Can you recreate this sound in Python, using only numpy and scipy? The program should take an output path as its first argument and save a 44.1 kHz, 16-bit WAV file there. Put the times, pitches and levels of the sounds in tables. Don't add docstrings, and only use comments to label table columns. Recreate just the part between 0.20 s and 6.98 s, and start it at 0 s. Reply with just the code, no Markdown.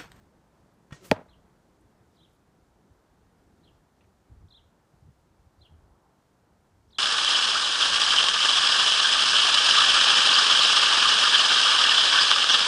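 import sys
import numpy as np
from scipy import signal
from scipy.fft import rfft, irfft, next_fast_len
from scipy.io import wavfile
from scipy.ndimage import uniform_filter1d

SR = 44100
rng = np.random.default_rng(int(sys.argv[2]) if len(sys.argv) > 2 else 0)


def ratio_of_db(decibels):
    return 10 ** (np.asarray(decibels, float) / 20)


def waveform_to_disk(signal):
    frames = np.transpose(np.atleast_2d(signal))
    scaled = np.clip(frames, -1, 1) * 32767
    samples = np.round(scaled).astype(np.int16)
    wavfile.write(sys.argv[1], SR, samples)


N = 299181
T = np.arange(N) / SR

# frequency in Hz, level in dB, t60 in seconds.
FOAM_MODES = [(45, -34, 0.072), (100.1, -30, 0.12), (160, -17.5, 0.039), (279, -10, .045),
              (446.5, -12.5, 0.034), (535, -7.5, .02), (620, -8, .075), (866, -12.5, 0.037),
              (987.4, -16, .02), (1434, -29, .04), (1580, -27.5, .04)]
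# frequency in Hz, level in dB, t60 in seconds.
SKIN_MODES = [(1500, -10.5, .0046), (1900, -13, .024), (2321, -6.5, .0058), (3259, -11.5, .008),
              (4600, -13, .005), (5618, -20, .0056), (6520, -22, .005), (3920, -22, .012),
              (13000, -28, .004)]
# start in seconds, level in dB, contact in ms, signed push (negative: rebound).
SKIN_BLOWS = [
    (.9123, -24, .3, .72),
    (.9133, 0, .12, .89),
    (.9143, -8.5, .072, -1),
    (.9156, -14.5, .27, .79),
]
# start in seconds, level in dB, contact in ms, signed push.
FOAM_BLOWS = [
    (.9143, 0.5, 0.46, 1),
    (.9175, -5.5, .5, -1),
]
# delay in seconds, level in dB, top frequency in Hz.
TRUNK_ECHOES = [
    (.033, -36.5, 1200),
    (.051, -32, 3020),
    (.064, -32, 1800),
    (.076, -31.5, 1500),
    (.097, -35, 1001),
    (0.113, -46, 1000),
    (0.145, -43.5, 1220),
]
# band centre in Hz, level in dB, t60 in seconds.
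WOOD_BANDS = [(110, -46, .3), (230, -40, .4), (450, -39.5, .4), (814, -35, .45), (1300, -37, .4),
              (2200, -44, 0.2), (3595, -54, 0.2), (6500, -61, .12), (11000, -66, .08)]
# frequency in Hz, level in dB, t60 in seconds.
RISER_MODES = [(477, -7, .04), (670, -5, 0.046), (910, -12, .04), (1350, -5, 0.053), (1870, -1, 0.11),
               (2340, -6, 0.037), (2850, -4, 0.027), (3430, -5, 0.051)]
# frequency in Hz, level in dB, t60 in seconds.
LIMB_MODES = [(138, 3, 0.068), (364, -13, 0.046)]
# start in seconds, thrum, ring, knock and rattle levels in dB.
BOW_BLOWS = [
    (0.7078, -51, -69, -41, -69),
    (0.7224, -33, -50, -44, -52),
    (.7262, -44, -48.5, -36.5, -54),
    (0.7423, -47, -62, -48, -53.5),
]
# time in seconds, level in dB, top frequency in Hz.
FLIGHT_PATH = [(.72, -82, 8000), (.73, -57, 8010), (.78, -59, 8000), (.815, -62.5, 8370),
               (.845, -54, 13030), (.87, -54, 16400), (.895, -56, 14680), (.914, -61.5, 11910),
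               (.93, -86, 12010)]
# frequency in Hz, density in dB per Hz.
FEATHER_COLOUR = [(150, -1.5), (400, 2.5), (800, -7), (1400, -6), (4000, -9.5), (8000, -9), (15000, -13.5)]
# time in seconds, pitch in Hz, level in dB.
SHAFT_PATH = [(.8, 191.8, -78), (.82, 190.3, -57), (.845, 185, -58), (.87, 176.1, -59.5), (.9, 170, -66.5),
              (.91, 170, -80)]
# multiple of the pitch, level in dB.
SHAFT_TONES = [(1, -0.5), (2, -1.5), (3, -6.5), (7, -12)]
# time in ms, pitch in Hz, level in dB.
LONG_CHIRP = [
    [(-16, 5200, -22), (-2, 5850, -27)],
    [(2, 3050, -13), (14, 5450, -18), (27, 3950, -6), (39, 3250, -9), (45, 4100, -1), (52, 4150, 0),
     (57, 3150, -5), (87, 4050, -3), (101, 3100, -4)],
    [(112, 2700, -9)],
]
# time in ms, pitch in Hz, level in dB.
SHORT_CHIRP = [
    [(-16, 4450, -25), (-12, 4550, -22)],
    [(0, 3400, -14), (5, 3950, -5), (17, 4300, -1), (21, 3550, -4), (28, 3150, -7)],
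    [(34, 4300, -15)],
    [(41, 2750, -14), (49, 3450, 1), (53, 2900, -5), (58, 2750, -6)],
    [(65, 2400, -13)],
]
# start in seconds, level in dB, pitch factor, length factor, treble level in dB.
LONG_CALL_ROWS = [
    (1.942, -63, .97, 1.055, 4),
    (4.281, -53.5, 1.0, 1.0, -5),
    (6.7025, -54.5, .99, 1.02, 2),
]
# start in seconds, level in dB, pitch factor, length factor, treble level in dB.
SHORT_CALL_ROWS = [
    (1.084, -63, .98, .99, -6),
    (3.43, -62.5, .98, 1.0, -5),
    (5.407, -55, .99, 1.0, 2.5),
]
# start in seconds, level in dB, band centre in Hz, t60 in seconds.
TWIG_TICKS = [
    (0.539, -76, 11510, .05),
    (1.609, -68.5, 9500, .05),
    (2.097, -73, 10530, 0.031),
    (2.132, -70, 9980, .04),
    (2.149, -71, 10500, 0.049),
    (3.808, -54, 2700, 0.061),
    (3.842, -54.5, 2095, 0.038),
    (5.455, -71, 11000, 0.039),
]
# start in seconds, level in dB, frequency in Hz.
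WIND_PUFFS = [(1.643, -53.5, 99.6), (1.8, -55, 125.5), (2.071, -54, 124), (2.403, -57, 54.4),
              (2.7, -49, 86.9), (3.314, -57, 72.7), (3.837, -57, 99.6), (4.111, -39, 86),
              (4.154, -47.5, 53.8), (4.213, -43.5, 67.2), (4.243, -45.5, 97.4), (4.394, -60, 70.2),
              (4.734, -49, 132), (4.818, -49, 104), (4.854, -45, 78.1), (4.878, -44, 110),
              (5.182, -51, 59.1), (5.259, -51.5, 91.5), (5.374, -50, 85.3), (5.409, -48.5, 80),
              (5.503, -51.5, 83), (5.528, -46, 70.0), (5.569, -49.5, 64.6), (5.609, -51, 51.1),
              (5.649, -53, 88.4), (5.698, -51, 62), (5.74, -56, 70)]
# time in seconds, level in dB.
BREEZE_LEVEL = [(0, -67), (.35, -67.5), (.45, -67), (.6, -73.5), (1.2, -63), (1.55, -69), (2.6, -68.5),
                (3.15, -68.5), (3.6, -64), (3.75, -77), (3.87, -62.5), (4.02, -70), (4.48, -66), (4.6, -71),
                (4.98, -68), (5.85, -73), (6.2, -69.5), (6.62, -63.5)]
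# time in seconds, level in dB.
FAR_LEVEL = [(0, -65.5), (1.2, -65), (2.0, -66), (2.8, -68), (3.3, -66), (4.0, -69), (4.7, -70), (5.4, -68),
             (6.78, -70)]
# frequency in Hz, density in dB per Hz.
AIR_COLOUR = [(15, -36), (25, -8), (64, 1.5), (113, -2.5), (193, -4.5), (246, -7.5), (331, -8), (567, -14),
              (684, -14), (919, -15), (1140, -18.5), (1490, -20.5), (2490, -31), (7700, -35.5),
              (15500, -45.5)]


def smack():
    out = np.zeros(N)
    for start_s, db, contact_ms, way in SKIN_BLOWS:
        add(out, start_s, -way * ratio_of_db(db) * np.convolve(ring(SKIN_MODES), push(contact_ms)))
        add(out, start_s, ratio_of_db(db - 27) * burst(6500, 2.2, 0.012))
    for start_s, db, contact_ms, way in FOAM_BLOWS:
        add(out, start_s, -way * ratio_of_db(db) * np.convolve(ring(FOAM_MODES), push(contact_ms)))
    add(out, .915, ratio_of_db(-32.5) * burst(3000, 1.8, 0.077))
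    add(out, .9015, ratio_of_db(-34.0) * np.hanning(620) * np.sin(2 * np.pi * 95 * T[:620]))
    echoes = np.zeros(N)
    for delay_s, db, top_hz in TRUNK_ECHOES:
        b, a = signal.butter(3, top_hz, fs=SR)
        add(echoes, delay_s, ratio_of_db(db) * signal.lfilter(b, a, out[:2 * SR]))
    add(echoes, .915, ratio_of_db(4.0) * wood())
    return out + echoes


def wood():
    t = T[:SR // 2]
    scatter = np.zeros(len(t))
    for hz, db, t60_s in WOOD_BANDS:
        scatter += ratio_of_db(db + 4.3 * walk(82, count=len(t))) * burst(hz, 1.1, t60_s)
    onset = 1 - np.exp(-t / .006)
    edge_db = -4 * np.clip((t - .105) / 0.019, 0, 1)
    return scatter * onset * ratio_of_db(edge_db)


def bow():
    out = np.zeros(N)
    for start_s, thrum_db, ring_db, knock_db, rattle_db in BOW_BLOWS:
        add(out, start_s, -ratio_of_db(thrum_db) * np.convolve(ring(LIMB_MODES), push(1.0)))
        add(out, start_s, ratio_of_db(ring_db) * ring(RISER_MODES))
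        add(out, start_s, ratio_of_db(knock_db) * burst(1030, 2.2, 0.084))
        add(out, start_s, ratio_of_db(rattle_db) * burst(5700, 1.1, .15))
    slap_s = BOW_BLOWS[1][0]
    add(out, slap_s, ratio_of_db(-24.5) * wood())
    return out


def arrow():
    s, db, top_hz = np.transpose(FLIGHT_PATH)
    hiss = coloured(FEATHER_COLOUR)
    dull = signal.sosfiltfilt(signal.butter(4, 8200, fs=SR, output="sos"), hiss)
    near = np.clip(np.interp(T, s, top_hz) / 8000 - 1, 0, 1)
    level_db = np.interp(T, s, db, left=-150, right=-150)
    flutter_db = 2.2 * walk(120)
    return ratio_of_db(level_db + flutter_db) * (dull + near * (hiss - dull))


def shaft():
    s, hz, db = np.transpose(SHAFT_PATH)
    pitch_hz = np.interp(T, s, hz) * (1 + .03 * walk(60))
    phase = 2 * np.pi * np.cumsum(pitch_hz) / SR
    hum = sum(ratio_of_db(tone_db + 2.4 * walk(50)) * np.sin(k * phase) for k, tone_db in SHAFT_TONES)
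    return ratio_of_db(np.interp(T, s, db, left=-150, right=-150)) * hum


def bird():
    flick = (6, 548.3, 2.5)
    fade_ms = 1.5
    out, wet = np.zeros(N), np.zeros(N)
    for chirp, calls in ((LONG_CHIRP, LONG_CALL_ROWS), (SHORT_CHIRP, SHORT_CALL_ROWS)):
        for syllable in chirp:
            ms, hz, db = np.transpose(syllable + [np.add(syllable[-1], flick)])
            for call_s, call_db, pitch, length, treble_db in calls:
                t_ms = np.arange(ms[0] - fade_ms, ms[-1] + fade_ms, 1000 / SR / length)
                to_end_ms = np.minimum(t_ms - t_ms[0], t_ms[-1] - t_ms)
                fade = np.clip(to_end_ms / (2 * fade_ms), 0, 1) ** 2
                glide_hz = uniform_filter1d(np.interp(t_ms, ms, hz), size=140) * pitch
                beam_db = treble_db * np.clip((glide_hz - 4300) / 400, 0, 1)
                level = ratio_of_db(call_db + np.interp(t_ms, ms, db) + beam_db)
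                note = fade * level * np.sin(2 * np.pi * np.cumsum(glide_hz) / SR)
                start_s = call_s + t_ms[0] * length / 1000
                add(out, start_s, note)
                wet_db = -4 - 0.51 * (call_db + 63.5)
                add(wet, start_s, ratio_of_db(wet_db) * note)
    scatter = ratio_of_db(-28.5) * burst(3200, .8, .4) * (1 - np.exp(-T[:SR // 2] / .012))
    scatter[int(.0095 * SR)] += ratio_of_db(-3)
    return out * ratio_of_db(3.7 * walk(300)) + signal.fftconvolve(wet, scatter)[:N]


def twigs():
    out = np.zeros(N)
    for start_s, db, hz, t60_s in TWIG_TICKS:
        add(out, start_s, ratio_of_db(db + 3) * burst(hz, 0.59, t60_s))
    add(out, 3.8085, ring([(2700, -67, 0.041), (3100, -69, .02), (1900, -68, .03)]))
    return out


def air():
    stir = np.zeros(N)
    for start_s, db, hz in WIND_PUFFS:
        middle_s = start_s + 1.3 / hz
        stir += ratio_of_db(db - 14.5) * np.exp(-((T - middle_s) / 0.034) ** 2)
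    breeze = ratio_of_db(np.interp(T, *np.transpose(BREEZE_LEVEL)))
    far_db = np.interp(T, *np.transpose(FAR_LEVEL))
    far_change_db = far_db - far_db.mean()
    late = np.interp(T - 0.092, T, stir)
    duck_db = -1.5 * late / (late + breeze)

    rumble = np.hypot(breeze, stir) * ratio_of_db(-1.0 + 3.0 * walk(21.98)) * coloured(AIR_COLOUR, high_hz=119)
    hum_db = far_db + 0.5 + duck_db + 1.5 * walk(14) + .7 * walk(4.0)
    hum = ratio_of_db(hum_db) * coloured(AIR_COLOUR, 140, 470)
    roar_db = -70 + .3 * far_change_db + 1.0 * walk(7.6)
    roar = ratio_of_db(roar_db) * coloured(AIR_COLOUR, 470, 2600)
    hiss_db = -78.3 + .2 * far_change_db + .6 * walk(12)
    hiss = ratio_of_db(hiss_db) * coloured(AIR_COLOUR, low_hz=2580)
    swell = np.exp(-((T - 5.75) / .4) ** 2)
    vehicle = ratio_of_db(-70) * swell * coloured(AIR_COLOUR, 900 / 1.23, 900 * 1.1)
    flutter = stir * ratio_of_db(-11 + 3.8 * walk(30)) * coloured(AIR_COLOUR, 120, 280)

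    out = rumble + hum + roar + hiss + vehicle + flutter
    for start_s, db, hz in WIND_PUFFS:
        cycles = T[:int(2.6 * SR / hz)] * hz
        swing = np.sin(2 * np.pi * (cycles + rng.random()))
        add(out, start_s, ratio_of_db(db - 1.5) * np.hanning(len(cycles)) * swing)
    return out


def ring(modes, seconds=.4):
    t = T[:int(seconds * SR)]
    out = np.zeros(len(t))
    for k, (hz, db, t60_s) in enumerate(modes):
        out += (-1) ** k * ratio_of_db(db) * np.sin(2 * np.pi * hz * t) * 1000 ** (-t / t60_s)
    return out


def push(contact_ms):
    force = np.sin(np.pi * np.clip(T[:128] * 1000 / contact_ms, 0, 1))
    return force / force.sum()


def burst(hz, octaves, t60_s):
    t = T[:SR // 2]
    noise = band(rng.standard_normal(len(t)), hz, octaves)
    return band(noise, hz, octaves) * 1000 ** (-t / t60_s)


def band(x, hz, octaves):
    edges_hz = np.minimum(hz * 2 ** (np.array([-octaves, octaves]) / 2), SR / 2.2)
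    return signal.sosfilt(signal.butter(1, edges_hz, "band", fs=SR, output="sos"), x)


def coloured(colour, low_hz=1, high_hz=SR):
    size = next_fast_len(N + N % 2, True)
    hz = np.arange(1, size // 2 + 2) * SR / size
    colour_hz, colour_db = np.transpose(colour)
    shape = ratio_of_db(np.interp(np.log(hz), np.log(colour_hz), colour_db))
    shape = shape / np.sqrt((1 + (low_hz / hz) ** 6) * (1 + (hz / high_hz) ** 6))
    x = irfft(rfft(rng.standard_normal(N), size) * shape, size)[:N]
    return x / x.std()


def walk(rate_hz, count=N):
    k = int(SR / rate_hz)
    steps = np.repeat(rng.standard_normal(count // k + 1), k)
    return uniform_filter1d(uniform_filter1d(steps, k), k)[:count]


def add(track, start_s, sound):
    i = int(start_s * SR)
    track[i:i + len(sound)] += sound[:N - i]


def scene():
    return (smack() + bow() + arrow() + shaft() + bird() + twigs() + air())[None]


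def roll_off(x):
    return signal.sosfilt(signal.butter(12, 15870, fs=SR, output="sos"), x)


def record(dry):
    mix = signal.sosfilt(signal.butter(2, 30, "high", fs=SR, output="sos"), dry)
    mix = signal.sosfilt(signal.ellip(8, .2, 60, 15300, fs=SR, output="sos"), mix)
    return roll_off(mix)


dry = scene()
out = record(dry)
waveform_to_disk(out)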